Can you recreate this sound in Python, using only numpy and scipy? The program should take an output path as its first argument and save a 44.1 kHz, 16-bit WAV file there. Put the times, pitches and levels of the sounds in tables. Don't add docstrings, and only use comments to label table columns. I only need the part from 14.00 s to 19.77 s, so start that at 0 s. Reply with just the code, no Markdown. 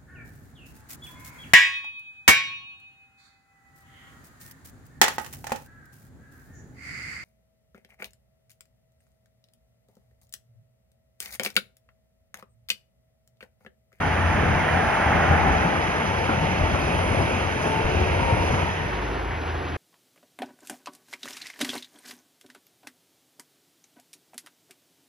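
import sys
import numpy as np
from scipy import signal
from scipy.fft import rfft, irfft
from scipy.io import wavfile

SR = 44100
rng = np.random.default_rng(int(sys.argv[2]) if len(sys.argv) > 2 else 0)


def dump(signal):
    limited = np.clip(np.atleast_2d(signal).T, -1, 1)
    pcm = np.round(limited * 32767).astype(np.int16)
    wavfile.write(sys.argv[1], SR, pcm)


N = 254439
TIME = np.arange(N) / SR
FREQ = np.maximum(np.arange(N // 2 + 1) * SR / N, 1)


# pitch_hz, relative_level_db
TRAIN_COLOUR = [(25, -22), (40, -8), (60, 5), (110, -2), (175, -4.5), (250, -8.5), (330, -6.5), (550, -5),
                (850, -8), (1200, -14), (2600, -18), (3200, -22.5), (4400, -30.5), (5400, -25), (6800, -27),
                (9000, -109), (12500, -42.5)]
# peak_s, level_db, half_length_s
SURGES = [(0.087, -42, 0.13), (0.435, -32, 0.1), (1.18, -33.5, 0.081), (1.565, -34, 0.19),
          (2.59, -32.5, 0.12), (3.026, -31.5, 0.2), (4.057, -32.5, 0.13), (4.385, -31, 0.17)]
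# peak_s, half_length_s, level_db (before the view opens up)
HISS_SWELLS = [(2.417, .09, -53), (2.92, 0.18, -55.5), (4.417, 0.11, -48)]
GROUND_DB, BOOM_DB, ROAR_DB, RING_DB, HISS_DB = -36.5, -31, -29, -31.5, -46.5
SURGE_BOOM_DB, SURGE_ROAR_DB = 0, 1
OPEN_S, OPEN_DB_PER_S = 2.56, 1.0
LULL_S, LULL_HALF_S, LULL_DB = 3.52, 0.049, -1


def rolling():
    colour = undb(spectra(TRAIN_COLOUR)[0])
    surge = together(undb(db) * swell(s, half_s) for s, db, half_s in SURGES)
    hiss_swells = [undb(db) * swell(s, half_s) for s, half_s, db in HISS_SWELLS]

    ground_gain = together([undb(GROUND_DB), surge])
    boom_gain = together([undb(BOOM_DB), undb(SURGE_BOOM_DB) * surge])
    roar_gain = together([undb(ROAR_DB), undb(SURGE_ROAR_DB) * surge])
    hiss_gain = together([undb(HISS_DB), *hiss_swells])

    ground = noise(colour * below(91) * above(29, order=1)) * ground_gain
    boom = restless(colour * above(115) * below(255), flicker_db=2.5, rate_hz=7.3) * boom_gain
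    roar = restless(colour * above(256) * below(1420), flicker_db=0.9, rate_hz=18) * roar_gain
    ring = restless(colour * above(1356) * below(3700), flicker_db=0.6, rate_hz=16) * undb(RING_DB)
    hiss = restless(colour * above(3960), flicker_db=3.7, rate_hz=29) * hiss_gain

    in_view = undb(OPEN_DB_PER_S * np.minimum(TIME - OPEN_S, 0))
    lull = undb(LULL_DB * swell(LULL_S, LULL_HALF_S))
    return (ground + boom + (roar + ring + hiss) * in_view) * lull


# start_s, relative_level_db, thump_pitch_hz,
# clank_against_thump_db, clank_top_hz, ring_s
THUMPS = [(0.022, -11.5, 131.7, -14, 970, .029), (0.422, -7.5, 199.4, -10, 603, .029),
          (0.535, -12, 65.7, -12, 960, 0.032), (1.058, -14.5, 110, -3, 965, 0.023),
          (1.299, -10.5, 117, 2.5, 1700, 0.027), (1.457, -11.5, 67, -10.5, 970, 0.046),
          (1.638, -14.5, 164, 3, 960, 0.019), (1.822, -11, 121, -16, 960, 0.023),
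          (1.944, -22.5, 145, 8.5, 1470, 0.044), (2.284, -14.5, 224, 6, 1400, 0.028),
          (2.425, -15.5, 129, 2.5, 955, .029), (2.61, -8.5, 78, -8.5, 950, 0.031),
          (2.737, -13, 136, 3, 1400, .029), (3.1, -8, 96.5, -9, 975, .029),
          (3.184, -9.5, 168.4, -0.5, 970, 0.036), (3.3, -16, 206.5, 0, 960, 0.026),
          (3.652, -4.5, 229, -3.5, 1310, 0.014), (3.788, -11, 159, -6.5, 554, 0.018),
          (3.839, -7, 64.4, -16.5, 960, 0.026), (4.321, -13.5, 102.6, -9, 950, 0.038),
          (4.531, -9, 146, -3.5, 1600, 0.024)]


def thumps(rise_s=0.0036, thump_db=-10.0, rattle=0.91):
    out = np.zeros(N)
    rail = above(280)
    for s, db, hz, clank_db, top_hz, ring_s in THUMPS:
        age = np.maximum(TIME - s, 0)
        shake = noise(above(hz / 2, order=3) * below(hz * 1.4, order=3))
        boom = np.sin(2 * np.pi * hz * age) + rattle * shake
        clank = undb(clank_db) * noise(rail * below(top_hz))
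        envelope = (1 - np.exp(-age / rise_s)) ** 2 * np.exp(-age / ring_s)
        out += undb(db + thump_db) * envelope * (boom + clank)
    return out


# peak_s, half_length_s, firing_hz, firing_level_db, octave_level_db
ENGINE_SWELLS = [(0.26, 0.18, 87, -24.5, -47), (0.609, 0.32, 87.5, -31, -51.5),
                 (1.337, 0.13, 82, -27.5, -52), (1.703, 0.21, 88, -35, -34.5),
                 (2.164, 0.07, 89.23, -37.5, -34), (2.59, 0.22, 88, -42, -35), (3.26, 0.15, 89, -31, -40),
                 (4.017, 0.086, 87, -24, -48.5), (4.345, 0.13, 85, -27, -46.5),
                 (4.734, 0.16, 87, -29.5, -47)]
DRONE_DB = -34.5


def engines():
    _, hz, _, _ = curves(ENGINE_SWELLS)
    firing = together(undb(db) * swell(s, half_s) for s, half_s, _, db, _ in ENGINE_SWELLS)
    octave = together(undb(db) * swell(s, half_s) for s, half_s, _, _, db in ENGINE_SWELLS)
    drone = tone(hz, rough=0.5, width_hz=14) * together([undb(DRONE_DB), firing])
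    return drone + tone(2 * hz, rough=0.97, width_hz=13) * octave


# peak_s, half_length_s,
# pitch_hz, level_db, roughness (0-1)
WHINES = [(0.055, 0.05, 863, -41, 0.9), (0.575, 0.15, 886, -38.5, 0.4), (1.003, 0.095, 894, -32, .15),
          (1.5, 0.23, 883, -35, .6), (2.123, 0.059, 881, -31.5, 0.4), (2.35, 0.32, 898, -37, .45),
          (3.726, 0.077, 881, -31.5, 1), (3.66, .02, 430, -30, 0.5), (3.92, .17, 441.5, -32, 0.4),
          (4.024, 0.1, 368, -33.5, 0.5), (4.25, 0.21, 527.6, -36, 0.2), (4.41, 0.1, 436, -36, .4),
          (4.24, 0.11, 927, -32, 0.3), (4.555, 0.12, 900, -40, .4)]
# time_s, pitch_hz, level_db
WHINE_BED = [(0, 875, -39.5), (1.8, 883.5, -41.5), (2.3, 891, -40), (3.2, 896, -39), (3.9, 904, -39),
             (4.3, 933, -36), (4.8, 922, -35.5)]


def gears():
    near = np.zeros(N)
    for s, half_s, hz, db, rough in WHINES:
        near += tone(hz, rough, width_hz=18) * undb(db) * swell(s, half_s)
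    bed_hz, bed_db = curves(WHINE_BED)
    return near + tone(bed_hz, rough=1.4, width_hz=40) * undb(bed_db)


# peak_s, half_length_s, level_db
TURBO_SWELLS = [(0.852, 0.17, -55.5), (1.902, 0.59, -59.5), (3.096, 0.25, -50.5), (3.67, 0.081, -51),
                (4.39, 0.24, -54)]
TURBO_HZ, TURBO_SAG_HZ_PER_S, TURBO_DB = 10150, 71, -55


def turbos():
    swells = [undb(db) * swell(s, half_s) for s, half_s, db in TURBO_SWELLS]
    hiss = tone(TURBO_HZ - TURBO_SAG_HZ_PER_S * TIME, rough=9.6, width_hz=540)
    return hiss * together([undb(TURBO_DB), *swells])


# peak_s, half_length_s, pitch_hz, level_db
WHEEL_SONGS = [(2.882, 0.098, 2540, -41), (3.31, 0.05, 2384, -36.5), (4.1, 0.15, 2587, -40.5),
               (4.56, 0.057, 1173, -35), (4.78, 0.17, 1850, -35)]


def wheel_songs():
    songs = [tone(hz, rough=6, width_hz=130) * undb(db) * swell(s, half_s)
             for s, half_s, hz, db in WHEEL_SONGS]
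    return sum(songs)


def flange(s=4.54, length_s=0.087, hz=1000, db=-33):
    return tone(hz, rough=2.5, width_hz=43) * undb(db) * np.exp(-((TIME - s) / length_s) ** 2)


GRIT_PER_S, GRIT_SCATTER_DB, GRIT_DB = 110, 3.5, -38.5


def grit(ring_s=0.0019):
    sizes = undb(GRIT_SCATTER_DB * rng.standard_normal(N))
    ticks = (rng.random(N) < GRIT_PER_S / SR) * sizes
    envelope = signal.lfilter([1], [1, -np.exp(-1 / (ring_s * SR))], ticks)
    bursts = envelope * rng.standard_normal(N)
    wheel = undb(spectra(TRAIN_COLOUR)[0]) * above(1010) * below(2460)
    return unit(irfft(rfft(bursts) * wheel, N)) * undb(GRIT_DB)


CHATTER_PER_S, CHATTER_LOW_HZ, CHATTER_HIGH_HZ, CHATTER_RING_S = 220, 1000, 2300, .008
CHATTER_DB = -39.5


def chatter():
    out = np.zeros(2 * N)
    age = TIME[TIME < 6 * CHATTER_RING_S]
    ring = (1 - np.exp(-age / .002)) * np.exp(-age / CHATTER_RING_S)
    for when, pitch, size in rng.random((int(CHATTER_PER_S * TIME[-1]), 3)):
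        hz = CHATTER_LOW_HZ * (CHATTER_HIGH_HZ / CHATTER_LOW_HZ) ** pitch
        start = int(when * N)
        out[start:start + len(age)] += size ** 2 * ring * np.sin(2 * np.pi * hz * age)
    return unit(out[:N])


# peak_s, half_length_s, pitch_hz, level_before_car_gain_db
TREAD = [(0.774, 0.057, 764, -5), (.85, 0.045, 730, -5), (1.05, 0.072, 815, -5.5),
         (1.206, 0.031, 787, -3.5), (1.343, 0.046, 815, -2.5), (1.54, 0.071, 788, -4.5),
         (1.727, 0.047, 780, -6.5)]
CAR_S, CAR_DB, CAR_RISE_DB_PER_S, CAR_FALL_DB_PER_S = 1.435, -22.5, 3, 16
CAR_TURN_S, CAR_TURN_HALF_S = 1.42, 0.33


def car(close_db=-1.5, close_half_s=0.045):
    rise_db = CAR_RISE_DB_PER_S * (TIME - CAR_S)
    fall_db = CAR_FALL_DB_PER_S * (CAR_S - TIME)
    level_db = CAR_DB + np.minimum(rise_db, fall_db) + close_db * swell(CAR_S, close_half_s)

    turn = np.pi / 2 * (1 + np.tanh((TIME - CAR_TURN_S) / CAR_TURN_HALF_S)) / 2
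    howl = sum(tone(hz, rough=2, width_hz=36) * undb(db) * swell(s, half_s) for s, half_s, hz, db in TREAD)
    ahead = ports(tyres() * np.cos(turn), AHEAD)
    left = ports(tyres() * np.sin(turn) + howl, LEFT)
    return (ahead + left) * undb(level_db)


# pitch_hz, relative_level_db
TYRE_COLOUR = [(120, -10.5), (300, -8), (500, -6.5), (790, -0.5), (1080, -7), (1650, -4), (2300, -11),
               (3100, -24.5), (4200, -46.5), (6500, -31.5), (9000, -81), (12500, -59)]
TREAD_BED_HZ, TREAD_BED_DB, TYRE_CHATTER_DB = 767, -12.5, -10


def tyres():
    roar = restless(undb(spectra(TYRE_COLOUR)[0]) * above(70), flicker_db=0.1, rate_hz=54)
    bed = undb(TREAD_BED_DB) * tone(TREAD_BED_HZ, rough=4, width_hz=96)
    return roar + bed + undb(TYRE_CHATTER_DB) * chatter()


# pitch_hz, relative_level_db
FAR_COLOUR = [(25, -13), (60, 0), (120, -2), (150, -5.5), (190, -12), (270, -7.5), (400, -5), (580, -11),
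              (760, -6.5), (1200, -12.5), (1800, -13.5), (2800, -20.5), (4500, -33.5), (6700, -37.5),
              (8000, -72), (9500, -40), (12500, -54)]
# multiple_of_shaft_rate, peak_s, half_length_s, level_db
FAR_ORDERS = [(2, 5.1, 0.33, -34), (3, 5.57, 0.27, -31.5)]
FAR_SHAFT_HZ, FAR_GEAR_HZ = 26.95, 368
FAR_S, FAR_WHEELS_DB, FAR_GEAR_DB, FAR_SLOPE_DB_PER_S = 5.27, -30, -45.5, -1


def second_train():
    colour = undb(spectra(FAR_COLOUR)[0]) * above(82, order=1)
    wheels = restless(colour, flicker_db=1.5, rate_hz=18) * undb(FAR_WHEELS_DB)
    hum = tone(FAR_GEAR_HZ, rough=1.2, width_hz=36) * undb(FAR_GEAR_DB)
    engine = np.zeros(N)
    for multiple, s, half_s, db in FAR_ORDERS:
        engine += tone(multiple * FAR_SHAFT_HZ, rough=.2, width_hz=4.5) * undb(db) * swell(s, half_s)
    return (wheels + hum) * undb(FAR_SLOPE_DB_PER_S * (TIME - FAR_S)) + engine


def undb(db):
    return 10 ** (np.asarray(db) / 20)


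def unit(x):
    return x / np.sqrt(np.mean(x ** 2))


def curves(table):
    s, *columns = np.transpose(table)
    return [np.interp(TIME, s, c) for c in columns]


def spectra(table):
    hz, *columns = np.transpose(table)
    return [np.interp(np.log(FREQ), np.log(hz), c) for c in columns]


def swell(s, half_s):
    return np.exp(-.5 * ((TIME - s) / half_s) ** 2)


def together(gains):
    return np.sqrt(sum(g ** 2 for g in gains))


def ramp(s, length_s):
    return np.clip((TIME - s) / length_s, 0, 1)


def below(hz, order=4):
    return 1 / np.sqrt(1 + (FREQ / hz) ** (2 * order))


def above(hz, order=4):
    return 1 / np.sqrt(1 + (hz / FREQ) ** (2 * order))


def noise(gain):
    real, imaginary = rng.standard_normal((2, len(FREQ)))
    return unit(irfft((real + 1j * imaginary) * gain, N))


def walk(rate_hz):
    return noise(below(rate_hz, order=2))


def restless(gain, flicker_db, rate_hz):
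    spectrum = rfft(noise(gain))
    out = np.zeros(N)
    for octave in range(4, 15):
        band = np.maximum(1 - abs(np.log2(FREQ) - octave), 0)
        out += irfft(spectrum * band, N) * undb(flicker_db * walk(rate_hz))
    return unit(out)


def tone(hz, rough, width_hz):
    phase = 2 * np.pi * (np.cumsum(hz * np.ones(N)) / SR + rng.random())
    in_step = (1 + rough * walk(width_hz)) * np.sin(phase)
    out_of_step = rough * walk(width_hz) * np.cos(phase)
    return unit(in_step + out_of_step)


# pitch_hz, left_minus_right_db, direct_share (0-1), left_lead_rad
LEFT = [(81, 2.5, 0.92, -0.41), (282, 1.5, 0.94, 0.62), (532, 1.5, 0.97, 1.57), (714, 6.5, 0.85, 1.01),
        (1210, 0.5, 0.77, 1.23), (1800, -3, 0.49, 2.17), (2460, -8, 0.64, 0.67), (3120, -3.5, 0.8, 0.62),
        (3430, 1, 1, 2), (4240, 2.5, 0.98, 1.6), (6070, -3.5, 0.36, -4)]
AHEAD = [(300, 3, 0.95, -0.65), (517, -3, 0.92, 1.9), (780, 1.5, 0.79, -1.4), (1060, -1.5, 0.92, 1.3),
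         (2140, -2, 1, -0.5), (2650, -7.5, 0.53, -1.2), (3880, -23, 0.44, 3), (5040, -3, 0.2, 1)]
RIGHT = [(79.5, 1.5, 1, 0.09), (200.3, 3, 0.83, 0.084), (400, 0, 1, -0.88), (690, -3, 0.89, -1.34),
         (1320, -1, 0.86, -1.15), (1970, 1, 0.78, 0.96), (2800, 1.5, 0.92, -0.62), (4220, 0, 0.96, 0.079),
         (6000, 0, 1, -1.4)]
TREBLE = [(7200, 0, .92, -np.pi), (8700, 0, .92, -np.pi), (10400, 0, .75, -.4), (12200, 0, .7, 0),
          (13200, 0, .7, np.pi)]


def ports(x, direction, scatter_s=0.03):
    balance_db, direct, lead = spectra(list(direction) + list(TREBLE))
    direct = np.clip(direct, 0, 1)
    side = np.array([[.5], [-.5]])
    walls = rfft(rng.standard_normal((2, N)) * np.exp(-TIME / scatter_s) * TIME)
    straight = np.sqrt(direct) * np.exp(1j * side * lead)
    reflected = np.sqrt(1 - direct) * walls / abs(walls)
    return irfft(rfft(x) * (straight + reflected) * undb(side * balance_db), N)


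DISSOLVE_S, FADE_OUT_S, FADE_IN_S = 4.583, 1.0, 0.38


def scene():
    wheels = rolling() + grit() + undb(CHATTER_DB) * chatter() + wheel_songs() + thumps() + flange()
    train = wheels + engines() + gears() + turbos()
    fading = (1 - ramp(DISSOLVE_S, FADE_OUT_S)) ** 2
    first_place = ports(train * fading, LEFT) + car() * fading
    return first_place + ports(second_train(), RIGHT) * ramp(DISSOLVE_S, FADE_IN_S)


def record(dry):
    fade = np.clip(np.minimum(TIME, TIME[-1] - TIME) / .004, 0, 1)
    top_cut = signal.ellip(8, .2, 70, 13300, fs=SR, output="sos")
    return signal.sosfilt(top_cut, dry * fade)


dry = scene()
out = record(dry)
dump(out)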